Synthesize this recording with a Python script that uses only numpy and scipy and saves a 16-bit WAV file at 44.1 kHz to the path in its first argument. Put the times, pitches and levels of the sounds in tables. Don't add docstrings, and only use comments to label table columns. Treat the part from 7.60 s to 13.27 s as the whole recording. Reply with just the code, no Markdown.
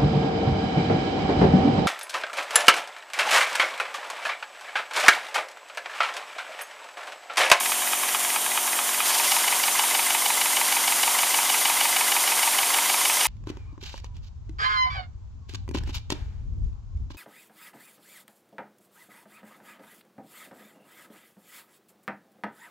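import sys
import numpy as np
from scipy import signal
from scipy.fft import rfft, irfft, next_fast_len
from scipy.io import wavfile
from scipy.ndimage import uniform_filter1d, map_coordinates

SR = 44100
rng = np.random.default_rng(int(sys.argv[2]) if len(sys.argv) > 2 else 0)


def materialize(psi):
    bounded = np.clip(np.atleast_2d(psi).T, -1, 1)
    quanta = np.round(bounded * 32767).astype(np.int16)
    wavfile.write(sys.argv[1], SR, quanta)


def voltage_ratio(decibels):
    exponent = np.asarray(decibels, float) / 20
    return 10 ** exponent


N = 250045
T = np.arange(N) / SR

VALVE_S, HARD_S = 1.4618, 1.58
LEAD_S = .005
ANGLES_SLOW, ANGLES_FAST = [.008, .249, .522], [-.0138, .229, .509]


def unit(x):
    return x / np.sqrt(np.mean(x ** 2) + 1e-20)


def wobble(rate):
    knots = rng.standard_normal(int(N * rate / SR) + 4)
    return map_coordinates(knots, [T * rate])


def filtered(x, response):
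    m = next_fast_len(N + 8192)
    return irfft(rfft(x, m) * response(np.fft.rfftfreq(m, 1 / SR)), m)[..., :N]


def rush(spectrum, patchy_db):
    z = signal.stft(rng.standard_normal(N), nperseg=512)[2]
    patches = uniform_filter1d(rng.standard_normal(z.shape), size=6, axis=0)
    patches = uniform_filter1d(patches, size=8, axis=1)
    noise = signal.istft(z * voltage_ratio(patchy_db * unit(patches)), nperseg=512)[1][:N]
    f, level = np.transpose(spectrum)
    return unit(filtered(noise, lambda hz: voltage_ratio(np.interp(np.log(hz + 1), np.log(f), level))))


def crank():
    # [t/s, turns per s]
    load_speed = [
        (0, 4.6835),
        (1.45, 4.6605),
        (3.1, 4.7163),
        (4.2, 4.6777),
        (4.8, 4.6899),
        (5.67, 4.6668),
    ]
    added_speed, lag_s, start_turn = 1.7488, .1535, -.0315
    spin_up = 1 - np.exp(-np.maximum(T - VALVE_S, 0) / lag_s)
    speed = np.interp(T, *np.transpose(load_speed)) + added_speed * spin_up
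    return start_turn + np.cumsum(speed) / SR


def rings(frame, closing):
    lead_tick = [-10, -13, -17]
    hz, t60, *level = np.transpose(frame)
    clock = np.arange(2048)[:, None] / SR
    out = []
    for db, (start, rise, slowing), tick_db in zip(level, closing, lead_tick):
        since = clock - LEAD_S - start
        t = np.maximum(since, 0)
        rise_s = rise * (2000 / hz) ** slowing
        swell = (1 - np.exp(-(t / rise_s) ** 2)) * voltage_ratio(-60 * t / t60)
        tick = voltage_ratio(tick_db) * np.exp(-((since + .0008) / .0009) ** 2)
        tones = np.sin(2 * np.pi * (hz * clock + rng.random(len(hz))))
        out.append(voltage_ratio(db) * (swell + tick) * tones)
    return out


def knocks():
    # [f/Hz, t60/s, crosshead level/dB, crank pin level/dB, main bearing level/dB]
    frame_slow = [(786, 0.019, -52, -24, -36), (867, 0.024, -24, -44, -17.5), (1060, 0.018, -16, -45, -22),
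                  (1242, 0.013, -22, -44, -12), (1654, 0.016, -20, -25, -24.5),
                  (2002, 0.016, -35, -16.5, -28), (2268, 0.072, -30.5, -35, -32),
                  (2480, 0.016, -24.5, -20, -16), (2930, 0.022, -36, -33, -21.5),
                  (3280, 0.022, -30, -37, -25), (3774, 0.027, -30, -31, -29.5),
                  (4700, 0.018, -43, -40, -50), (4760, 0.017, -54, -34, -28), (5300, 0.054, -47, -41, -48)]
    frame_fast = [(789.6, 0.034, -38, -18, -25.5), (909, 0.026, -26, -21, -10),
                  (1036, 0.013, -11.5, -14, -24.5), (1239, 0.012, -30, -15.5, -11),
                  (1593, 0.02, -25.5, -19.5, -26.5), (1816, 0.014, -33, -21, -16),
                  (2055, 0.066, -23, -27, -23), (2268, 0.025, -37, -14, -14.5),
                  (2527, 0.018, -44, -19.5, -10.5), (2928, 0.012, -39, -4.5, -11),
                  (3210, 0.016, -36, -17, -35), (3682, 0.02, -39, -18, -20), (3985, .022, -32, -25, -22),
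                  (4630, 0.019, -39, -20, -39), (4850, 0.012, -42, -28.5, -42),
                  (5450, 0.018, -50, -24, -39)]
    # [start of the ring/s, rise at 2 kHz/s, slowing toward the bass]
    closing_slow = [(-0.0012, 0.001, 1.5), (0.001, 0.001, 0.8), (0.0009, 0.001, 0.8)]
    closing_fast = [(-.0012, .001, 1.5), (0, .0021, 0), (-.0004, .0027, .1)]
    slow_db, fast_db = [2, .5, 3], [1.1, 0, 0]
    rebound_s, rebound_db = .0085, [-16.5, -13.5, -11.5]

    out, turn = np.zeros(N + SR), crank()
    whole = np.arange(int(turn[-1]) + 1)[:, None]
    slow_s = np.interp(whole + ANGLES_SLOW, turn, T).ravel()
    fast_s = np.interp(whole + ANGLES_FAST, turn, T).ravel()
    slow, fast = rings(frame_slow, closing_slow), rings(frame_fast, closing_fast)
    scatter = rng.standard_normal((len(slow_s), len(frame_fast) + 1))
    for k, hard in enumerate(slow_s > HARD_S):
        bearing = k % 3
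        s = (fast_s if hard else slow_s)[k]
        modes = (fast if hard else slow)[bearing]
        count = modes.shape[1]
        cushion_db = -1 * np.exp(-(s - VALVE_S) / .4) * (s > VALVE_S)
        db = (fast_db if hard else slow_db)[bearing] + cushion_db + 0.44 * scatter[k, -1]
        ring = modes @ voltage_ratio(.8 * scatter[k, :count])
        out[round((s - LEAD_S) * SR):][:len(ring)] += voltage_ratio(db) * ring
        bounce = modes @ voltage_ratio(3 * scatter[k - 1, :count])
        out[round((s - LEAD_S + rebound_s) * SR):][:len(ring)] += voltage_ratio(db + rebound_db[bearing]) * bounce
    return filtered(out[:N], lambda hz: 1 / (1 + (450 / (hz + 1)) ** 6))


def link():
    angle, ring_hz, t60, level_db = .725, 3880, 0.023, -28.5
    turn, blows, t = crank(), np.zeros(N), np.arange(1024) / SR
    s = np.interp(np.arange(int(turn[-1])) + angle, turn, T)
    blows[(s * SR).astype(int)] = voltage_ratio(level_db + 2 * rng.standard_normal(len(s))) * (s > HARD_S)
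    ring = voltage_ratio(-60 * t / t60) * np.sin(2 * np.pi * ring_hz * t)
    return signal.fftconvolve(blows, ring)[:N]


def air():
    # [t/s, level/dB]
    supply = [
        (0, 0),
        (.77, -0.56),
        (1.43, 0),
        (1.47, 3.5),
        (1.8, 2.9),
        (1.9, 1.95),
        (2.8, 1.9),
        (3.5, 2.5),
        (5.3, 2.5),
        (5.67, 3.5),
    ]
    # [share of turn, width/turns, jet level/dB, hiss level/dB, sizzle level/dB]
    puffs = [(.24, 0.027, 5, -7.5, 4), (.46, 0.061, -1.5, -5.5, -1), (.8, 0.029, -3, -7, -8),
             (.97, 0.052, -3.5, -7, 1.5)]
    # [f/Hz, level/dB per Hz]
    hiss_spectrum = [(3240, -56), (5500, -5.5), (7230, 0), (7780, 1.5), (8330, 1.5), (9680, 2), (14000, -5),
                     (14700, -4), (15300, -19)]
    # [f/Hz, level/dB per Hz]
    jet_spectrum = [(1760, -30), (3000, -3), (4210, -3), (4640, 1.5), (5050, 0), (6500, -1.5), (8450, -40),
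                    (14300, -120)]
    # [f/Hz, level/dB per Hz]
    sizzle_spectrum = [(8000, -40), (11000, -29), (13000, 15), (15300, -3)]
    # [f/Hz, level/dB per Hz]
    whirr_spectrum = [(18, -90), (30, -56), (178, -29), (227, -24), (360, -15), (506, -12), (740, -7),
                      (922, 0.5), (1430, -5), (1900, -5), (2050, -3.5), (2720, -5.5), (2950, -4),
                      (3600, -7), (4680, -15.5), (7920, -120)]

    supply_db = np.interp(T, *np.transpose(supply))
    hiss_db = -27 + 0.76 * supply_db
    jet_db = -36.5 + 2.29 * supply_db
    whirr_db = -30.5 + 0.82 * supply_db
    turn = crank() - ANGLES_FAST[0] * (T > HARD_S)
    jet, hiss, sizzle = 1, 1, 0
    for share, width, puff_jet_db, puff_hiss_db, puff_sizzle_db in puffs:
        from_opening = (turn - share + .5) % 1 - .5
        gate = np.exp(-.5 * (from_opening / width) ** 2) * voltage_ratio(1.1 * wobble(7))
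        jet = jet + 0.46 * voltage_ratio(puff_jet_db) * gate
        hiss = hiss + 0.4 * voltage_ratio(puff_hiss_db) * gate
        sizzle = sizzle + voltage_ratio(puff_sizzle_db) * gate
    flutter = .3 * wobble(7)
    out = voltage_ratio(hiss_db + 0.26 + flutter) * unit(hiss * rush(hiss_spectrum, patchy_db=0.62))
    out += voltage_ratio(hiss_db - 13.5) * sizzle * rush(sizzle_spectrum, patchy_db=-1.0)
    out += voltage_ratio(jet_db - 1.2 + flutter) * unit(jet * rush(jet_spectrum, patchy_db=0.67))
    rattle = jet ** .25 * voltage_ratio(.5 * wobble(25) + .8 * wobble(90))
    return out + voltage_ratio(whirr_db - 1.03) * unit(rattle * rush(whirr_spectrum, patchy_db=-0.96))


def gland():
    center_hz, width_hz, level_db = 3170, 500, -43
    noise = voltage_ratio(0.88 * wobble(30)) * rng.standard_normal(N)
    return voltage_ratio(level_db) * unit(filtered(noise, lambda hz: 1 / (1 + (2 * (hz - center_hz) / width_hz) ** 2)))


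def compressor():
    # [multiple of the pump rate, peak level/dB]
    pump = [(2, -73), (4, -67), (5, -54), (6, -57), (7, -55), (8, -52), (9, -59), (10, -57), (11, -67),
            (12, -54), (13, -48), (15, -43), (16, -42), (17, -57), (18, -53), (19, -52), (20, -50)]
    pump_hz, spread = 46.482, .35
    angle = 2 * np.pi * pump_hz * T + 0.023 * wobble(2.54)
    return sum(voltage_ratio(db + .6 * wobble(3)) * np.sin(k * angle - spread * k * k) for k, db in pump)


def aircraft():
    # [t/s, f/Hz, level/dB]
    drone = [
        (0, 50.4, -97),
        (2, 50.8, -74),
        (3.1, 51.9, -57),
        (4.1, 51, -63),
        (5.301, 50, -77),
        (5.67, 48.7, -80),
    ]
    s, hz, db = np.transpose(drone)
    angle = 2 * np.pi * np.cumsum(np.interp(T, s, hz)) / SR
    tones = np.sin(3 * angle) + voltage_ratio(6) * np.sin(5 * angle)
    return voltage_ratio(np.interp(T, s, db) - 8.0 + 2.5 * wobble(4.0)) * tones


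def scene():
    mono = knocks() + link() + air() + gland() + compressor() + aircraft()
    return np.array([mono, mono])


def low_pass(x):
    return signal.sosfilt(signal.butter(12, 15890, fs=SR, output="sos"), x)


def record(dry):
    # [t/s, low f/Hz, high f/Hz, level/dB]
    splits = [(.37, 5700, 6900, -41), (0.666, 6900, 9600, -34), (1.973, 13800, 15200, -39),
              (2.132, 5700, 7600, -32), (2.271, 8300, 9600, -33), (3.503, 8900, 10300, -31),
              (3.503, 13100, 14500, -37)]
    notch_hz, top_hz = 7850, 15320

    def response(hz):
        off = hz - notch_hz
        notch = np.abs(off) / np.sqrt(off ** 2 + 150 ** 2) + .05
        return notch * (hz < top_hz) / (1 + (55 / (hz + 1)) ** 4)

    x = filtered(dry, response)
    for s, lo_hz, hi_hz, db in splits:
        band = unit(filtered(rng.standard_normal(N), lambda hz: (hz > lo_hz) * (hz < hi_hz)))
        moment = np.exp(-((T - s) / 0.014) ** 4)
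        x = x + voltage_ratio(db) * band * moment * [[1], [-1]]
    return low_pass(x)


dry = scene()
out = record(dry)
materialize(out)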